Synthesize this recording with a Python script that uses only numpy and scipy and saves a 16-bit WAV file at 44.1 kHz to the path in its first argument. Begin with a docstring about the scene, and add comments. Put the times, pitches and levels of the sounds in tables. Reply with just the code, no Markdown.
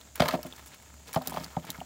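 """A quiet outdoor wash, a thin hiss of insects and a low hum lie over a creek bank throughout.
At 0.2 s a wire-hooped net of crabs drops into a plastic tub: the impacts excite the modes of floor,
wall and hoop. As these decay, shells and claws click and the mesh rustles by friction.
From about 1.1 s a hand shakes the crabs loose, with more knocks, clicks and short scrapes."""
import sys
import numpy as np
from scipy import signal
from scipy.fft import rfft, irfft
from scipy.io import wavfile
from scipy.ndimage import uniform_filter1d

SR = 44100
rng = np.random.default_rng(int(sys.argv[2]) if len(sys.argv) > 2 else 0)


def store_wav(level_fs):
    """Save 16-bit WAV to argv[1]."""
    pcm = np.round(np.clip(np.atleast_2d(level_fs), -1, 1) * 32767)
    wavfile.write(sys.argv[1], SR, pcm.T.astype(np.int16))


N = 81585
T = np.arange(SR // 2) / SR  # time within one event, t/s

# Spectrum of the outdoor wash: f/Hz, relative level/dB
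WASH_SPECTRUM = [(20, -38), (35, -11), (55, -1), (100, 1), (170, -2), (280, -2.5), (420, -23), (640, -6),
                 (900, -21), (1800, -19.5), (3500, -17.5), (5800, -17), (9000, -20.5), (12000, -25),
                 (16000, -24)]
# Envelope of the low hum: t/s, level/dB
HUM_ENVELOPE = [(0, -60.5), (.5, -56), (.9, -55.5), (1.2, -59), (1.85, -56.5)]
# Envelope of the rubbing of mesh and legs: t/s, level/dB
RUSTLE_ENVELOPE = [(0, -55.5), (.14, -68), (.18, -49.5), (.23, -40), (.33, -42.5), (.40, -53.5),
                   (.47, -51.5), (.60, -53.5), (.68, -55.5), (.88, -60.5), (1.05, -60.5), (1.08, -50),
                   (1.11, -52), (1.15, -52.5), (1.24, -51), (1.29, -42), (1.35, -43.5), (1.44, -47),
                   (1.48, -53), (1.62, -55.5), (1.69, -49.5), (1.73, -49.5), (1.85, -57)]
# Spectrum of that rubbing: f/Hz, relative level/dB
RUSTLE_SPECTRUM = [(30, -45), (100, -5), (300, 2), (900, 2), (1700, 0.5), (3000, -4.5), (5000, -7.5),
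                   (8000, -14.5), (12000, -14.5), (16000, -8.5)]
# Short slides: t/s, duration/s, level/dB, centre f/Hz, width/octaves
SCRAPES = [(.148, 0.028, -48, 1590, 0.9), (0.661, 0.029, -51, 6960, 1.3), (.712, 0.049, -53.5, 1880, 1.24),
           (1.068, 0.024, -49.5, 2980, 1.3), (1.300, .016, -47, 11000, 0.81),
           (1.330, 0.039, -56, 7100, 2.1), (1.432, 0.022, -45.5, 5500, 0.65),
           (1.515, 0.057, -53, 1070, 0.37), (1.625, 0.023, -56.5, 3200, 0.16),
           (1.670, 0.042, -46, 2000, 0.79), (1.738, 0.023, -48, 1670, 0.36),
           (1.762, 0.011, -59, 13000, 0.44)]
# Claws, shells and snagging mesh: t/s, level/dB, snap T60/s, shell f/Hz, shell level re snap/dB
CLICKS = [(0.012, -45, 0.0049, 3630, 5.5), (0.156, -32, 0.028, 1770, -7), (0.285, -20, .008, 3780, -1),
          (.4298, -33.5, 0.016, 5260, -5.5), (0.466, -40, 0.019, 3520, -7.5), (.485, -51, .01, 3840, -3),
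          (0.5242, -50.5, 0.0066, 3350, 14.5), (0.563, -40.5, .01, 5140, -11), (.591, -48, 0.012, 2000, -7),
          (0.66, -44.5, 0.036, 5130, -4), (.718, -52, .012, 2100, 0), (0.745, -44, 0.019, 2500, -5),
          (0.825, -47, 0.013, 2000, -5), (1.1303, -28.5, 0.01, 2450, -16), (1.1368, -28, 0.013, 5200, -33),
          (1.1466, -30, 0.024, 2300, -6), (1.174, -36, .008, 4460, -11), (1.219, -40.5, .012, 4300, -3),
          (1.271, -34.5, .012, 4200, -7), (1.2733, -17.5, 0.0076, 4070, -14),
          (1.2805, -30, 0.012, 4000, -9), (1.2965, -31.5, 0.01, 3480, -24), (1.304, -44, .025, 3000, -18),
          (1.3327, -39.5, 0.0072, 3200, 0), (1.399, -45.5, 0.0066, 4940, 8), (1.425, -45, 0.006, 2950, -9),
          (1.443, -37, 0.017, 4850, 6.5), (1.650, -40.5, .016, 5000, -3.5),
          (1.7031, -23.5, 0.0076, 3870, -7), (1.7074, -36.5, .014, 4640, -3),
          (1.7162, -37, 0.012, 3470, -19), (1.804, -45, 0.011, 2720, 6.5)]
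# Spectrum of a click's snap: f/Hz, relative level/dB
SNAP_SPECTRUM = [(60, -48), (400, -20), (1500, -10), (4000, -5.5), (7500, -3), (8700, -6), (10200, 2),
                 (11600, -6), (13000, -0.5), (16000, 0.5)]
# Hard contacts of hoop and shells with the plastic: t/s, level/dB, crack T60/s
CLATTERS = [(.1979, -24.5, 0.015), (0.2015, -22.5, 0.038), (0.205, -19, 0.014), (.213, -47, 0.023),
            (0.2198, -22.5, 0.031), (.229, -32, .03), (0.237, -31.5, .04), (.256, -28, 0.028),
            (0.281, -24.5, 0.014), (0.2858, -24.5, 0.043), (0.3081, -29.5, 0.053), (0.323, -41, .04),
            (.340, -36.5, 0.084), (.349, -44, 0.029), (1.144, -29.5, 0.0052), (1.1593, -28.5, 0.035),
            (1.362, -39, 0.032), (1.3716, -32.5, 0.0091), (1.566, -42, 0.022)]
# Spectrum of the tub's dense upper modes: f/Hz, relative level/dB
CRACK_SPECTRUM = [(40, -47), (200, -14), (700, 4.5), (1300, 6), (2100, 3), (2800, -1.5), (3500, -2),
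                  (4900, -4), (6000, -11), (10000, -17.5), (16000, -19.5)]
# Modes of the wire hoop, the tub's floor and its wall: f/Hz, relative level/dB, T60/s
HOOP_MODES = [(1630, 0, 0.06), (1758, -3.5, 0.061), (1888, -1.5, .08), (2060, -5, 0.044), (2406, 2, 0.04),
              (3157, 2.5, 0.03), (3630, -7.5, 0.071), (3910, -1, 0.027), (4733, -12, 0.04),
              (4850, -3.5, 0.084)]
FLOOR_MODES = [(76.5, -11.5, 0.27), (112, -13.5, 0.096), (133, -6, 0.089), (164.5, 0, 0.12),
               (194, -12, 0.17), (252, -4, 0.17), (271.6, -5.5, 0.1), (345.5, -7, 0.14)]
WALL_MODES = [(465, -7, 0.19), (527.5, -4, 0.15), (609.6, 6, 0.13), (672, 7.5, 0.044), (712.5, -14, 0.3),
              (864, -26, 0.033), (929, -6.5, 0.17), (1035, 1, 0.071), (1214, 0.5, 0.07),
              (1275, -3.5, 0.099)]
# Blows on the tub, levels re KNOCK_DB: t/s, floor thud level/dB, thud centre f/Hz,
# wall clack level/dB, clack f/Hz, clack T60/s, wall ring level/dB
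KNOCKS = [(0.2014, -18, 142, -13.5, 700, .017, -25), (0.2041, -16, 153, -15, 191, 0.023, -33),
          (0.2217, -31, 283, -16.5, 598, 0.021, -25), (.238, -42, 200, -37, 760, 0.019, -35),
          (.257, -34.5, 202, -24.5, 873, 0.035, -34), (0.268, -42, 200, -27, 1080, 0.033, -50),
          (0.286, -37, 178, -35, 1120, 0.012, -26), (0.3085, -58, 160, -28.5, 1040, 0.03, -48),
          (.3265, -38, 250, -26.5, 640, 0.034, -56), (0.337, -24, 246, -24, 740, 0.03, -28.5),
          (.349, -29, 290, -20, 716, 0.036, -35.5), (0.3898, -41, 250, -29.5, 620, 0.039, -55),
          (0.449, -31, 274, -48, 605, 0.069, -44), (1.075, -50, 200, -47.5, 454, 0.1, -59),
          (1.148, -57, 200, -32, 996, 0.028, -67), (1.162, -20.5, 170, -15, 802, 0.033, -32),
          (1.1708, -30.5, 193, -15.5, 659, 0.051, -41), (1.2121, -42, 250, -31, 770, 0.066, -43),
          (1.274, -38, 233, -33, 770, 0.031, -48), (1.287, -32.5, 225, -44, 746, 0.054, -51),
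          (1.3208, -37, 248, -28, 860, 0.01, -48), (1.3385, -36.5, 245, -26, 825, 0.019, -48),
          (1.345, -36, 260, -25.5, 740, .03, -50), (1.3634, -62, 270, -36, 955, 0.049, -45),
          (1.371, -32, 260, -15, 863, 0.0088, -36), (1.380, -37.5, 263, -23.5, 787, 0.014, -43),
          (1.409, -36, 172, -43, 720, .04, -57), (1.447, -40, 190, -45, 700, .03, -72),
          (1.568, -24.5, 157, -17, 764, 0.025, -36.5), (1.6434, -42, 169, -32.5, 890, .025, -56),
          (1.692, -37.5, 179, -32.5, 860, 0.019, -54), (1.752, -55, 200, -41, 1390, 0.02, -48),
          (1.7844, -37.5, 153, -35, 760, 0.016, -59), (1.813, -45.5, 210, -25.5, 719, 0.03, -56)]

WASH_DB, INSECT_DB, HOOP_DB, TUB_ECHO_DB = -58, -61.5, -14.5, -11
KNOCK_DB, CLACK_SCATTER_DB = -3, -8.5
THUD_RISE_S, CLACK_RISE_S, CLICK_RISE_S = 0.0029, 0.0018, 0.00057
STRIKE_SPREAD_DB, DETUNE = 1.5, 0.017  # random spread of each mode from blow to blow
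GRAINS_PER_S, GRAIN_SPREAD_DB = 1600, 4.5
RASP_DEPTH, RASP_GRAIN_S = 0.27, 0.001
BASS_CUT_HZ, BAND_LIMIT_HZ = 48, 15850


def amp(db):
    """Amplitude ratio: a factor of ten for every 20 dB."""
    return 10 ** (np.asarray(db) / 20)


def unit(x):
    """Normalisation to rms 1."""
    return x / np.sqrt(np.mean(x ** 2) + 1e-20)


def add(mix, start_s, sound):
    """Superposition: a sound adds linearly to the mix from its start time."""
    part = mix[max(round(start_s * SR), 0):][:len(sound)]
    part += sound[:len(part)]


def envelope(points):
    """Amplitude envelope, interpolated in decibels between points of t/s, level/dB."""
    return amp(np.interp(np.arange(N) / SR, *np.transpose(points)))


def colour(x, spectrum):
    """Spectral shaping by a curve of f/Hz, level/dB; the result has rms 1."""
    corner_hz, db = np.transpose(spectrum)
    hz = np.fft.rfftfreq(len(x), 1 / SR)
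    gain = amp(np.interp(np.log(hz + 1), np.log(corner_hz), db))
    return unit(irfft(rfft(x) * gain, len(x)))


def band(x, hz, octaves):
    """Band-pass filtering by a Gaussian in log frequency; the result has rms 1."""
    widths_away = np.log2((np.fft.rfftfreq(len(x), 1 / SR) + 1) / hz) / octaves
    return unit(irfft(rfft(x) * np.exp(-.5 * widths_away ** 2), len(x)))


def strike(rise, t60):
    """Damping after impact: a linear rise, then an exponential decay of 60 dB in t60 seconds."""
    return np.minimum(T / rise, 1) * np.exp(-np.log(1000) * np.maximum(T - rise, 0) / t60)


def ring(modes, rise, centre_hz, reach_oct=0.73):
    """Modal superposition: a blow excites damped sinusoids, favouring those near centre_hz."""
    out = np.zeros(len(T))
    for hz, db, t60 in modes:
        strength, tuning, phase = rng.standard_normal(3)
        coupling = 1 / (1 + (np.log2(hz / centre_hz) / reach_oct) ** 2)
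        tone = np.sin(2 * np.pi * hz * (1 + DETUNE * tuning) * T + np.pi * phase)
        out += amp(db + STRIKE_SPREAD_DB * strength) * coupling * strike(rise, t60) * tone
    return out


def creek_bank():
    """Ambient noise: a broadband wash, a band of insects and a hum whose narrow band makes it waver."""
    wash = amp(WASH_DB) * colour(rng.standard_normal(N), WASH_SPECTRUM)
    insects = amp(INSECT_DB) * band(rng.standard_normal(N), hz=7060, octaves=0.16)
    hum = envelope(HUM_ENVELOPE) * band(rng.standard_normal(N), hz=70.94, octaves=0.033)
    return wash + insects + hum


def tub_echo(x):
    """Reverberation: brief, decaying reflections between the tub's walls join the direct sound."""
    taps = rng.standard_normal(len(T)) * (rng.random(len(T)) < .1)
    taps *= strike(rise=0.0012, t60=0.036)
    return x + amp(TUB_ECHO_DB) * signal.fftconvolve(x, taps / np.linalg.norm(taps))[:N]


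def rustle():
    """Stick-slip friction: mesh and legs cross the plastic in tiny random slips of uneven size."""
    sizes = amp(GRAIN_SPREAD_DB * np.minimum(rng.exponential(1, N), 4))
    slips = rng.random(N) < GRAINS_PER_S / SR
    grains = signal.fftconvolve(sizes * slips, strike(CLICK_RISE_S, t60=0.0067))[:N]
    return envelope(RUSTLE_ENVELOPE) * colour(grains * rng.standard_normal(N), RUSTLE_SPECTRUM)


def scrapes():
    """Sliding friction: uneven grip modulates a band of noise that swells and fades."""
    out = np.zeros(N)
    for start_s, duration, db, hz, octaves in SCRAPES:
        roughness = uniform_filter1d(rng.standard_normal(len(T)), round(RASP_GRAIN_S * SR))
        grip = unit(np.exp(RASP_DEPTH * unit(roughness)))
        swell = np.sin(np.pi * np.minimum(T / duration, 1))
        hiss = band(rng.standard_normal(len(T)), hz, octaves)
        add(out, start_s, amp(db) * swell * grip * hiss)
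    return out


def clicks():
    """Impulsive excitation: a broadband snap with the brief resonance of a small shell."""
    out = np.zeros(N)
    for start_s, db, t60, hz, shell_db in CLICKS:
        snap = colour(rng.standard_normal(len(T)), SNAP_SPECTRUM) * strike(CLICK_RISE_S, t60)
        shell = band(rng.standard_normal(len(T)), hz, octaves=.16) * strike(CLICK_RISE_S, t60=0.0099)
        add(out, start_s, amp(db) * (snap + amp(shell_db) * shell))
    return out


def clatters():
    """Modal overlap: on hard contact the tub's upper modes merge into a crack, while the hoop rings."""
    out = np.zeros(N)
    for start_s, db, t60 in CLATTERS:
        crack = colour(rng.standard_normal(len(T)), CRACK_SPECTRUM) * strike(CLICK_RISE_S, t60)
        hoop = ring(HOOP_MODES, CLICK_RISE_S, centre_hz=2780, reach_oct=0.96)
        add(out, start_s, amp(db) * (crack + amp(HOOP_DB) * hoop))
    return out


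def knocks():
    """Plate vibration: each blow bends the floor, clacks on the damped plastic and rings the wall."""
    out = np.zeros(N)
    for start_s, thud_db, thud_hz, clack_db, clack_hz, t60, wall_db in KNOCKS:
        scatter = amp(CLACK_SCATTER_DB) * band(rng.standard_normal(len(T)), clack_hz, octaves=.55)
        tone = np.sin(2 * np.pi * clack_hz * T)
        clack = amp(clack_db) * (tone + scatter) * strike(CLACK_RISE_S, t60)
        thud = amp(thud_db) * ring(FLOOR_MODES, THUD_RISE_S, thud_hz)
        wall = amp(wall_db) * ring(WALL_MODES, CLACK_RISE_S, clack_hz)
        add(out, start_s, thud + clack + wall)
    return amp(KNOCK_DB) * out


def scene():
    """Superposition in one channel: knocks, lighter contacts echoing in the tub, and the creek bank."""
    blows = knocks()
    contacts = clatters() + clicks() + scrapes() + rustle()
    return (blows + tub_echo(contacts) + creek_bank())[None]


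def record(dry):
    """Band limiting: the microphone rolls off the bass and a low-pass removes the highest treble."""
    highpass = signal.butter(4, BASS_CUT_HZ, "highpass", fs=SR, output="sos")
    lowpass = signal.firwin(511, BAND_LIMIT_HZ, window=("kaiser", 9), fs=SR)
    return signal.oaconvolve(signal.sosfilt(highpass, dry), lowpass[None], "same")


dry = scene()
out = record(dry)
store_wav(out)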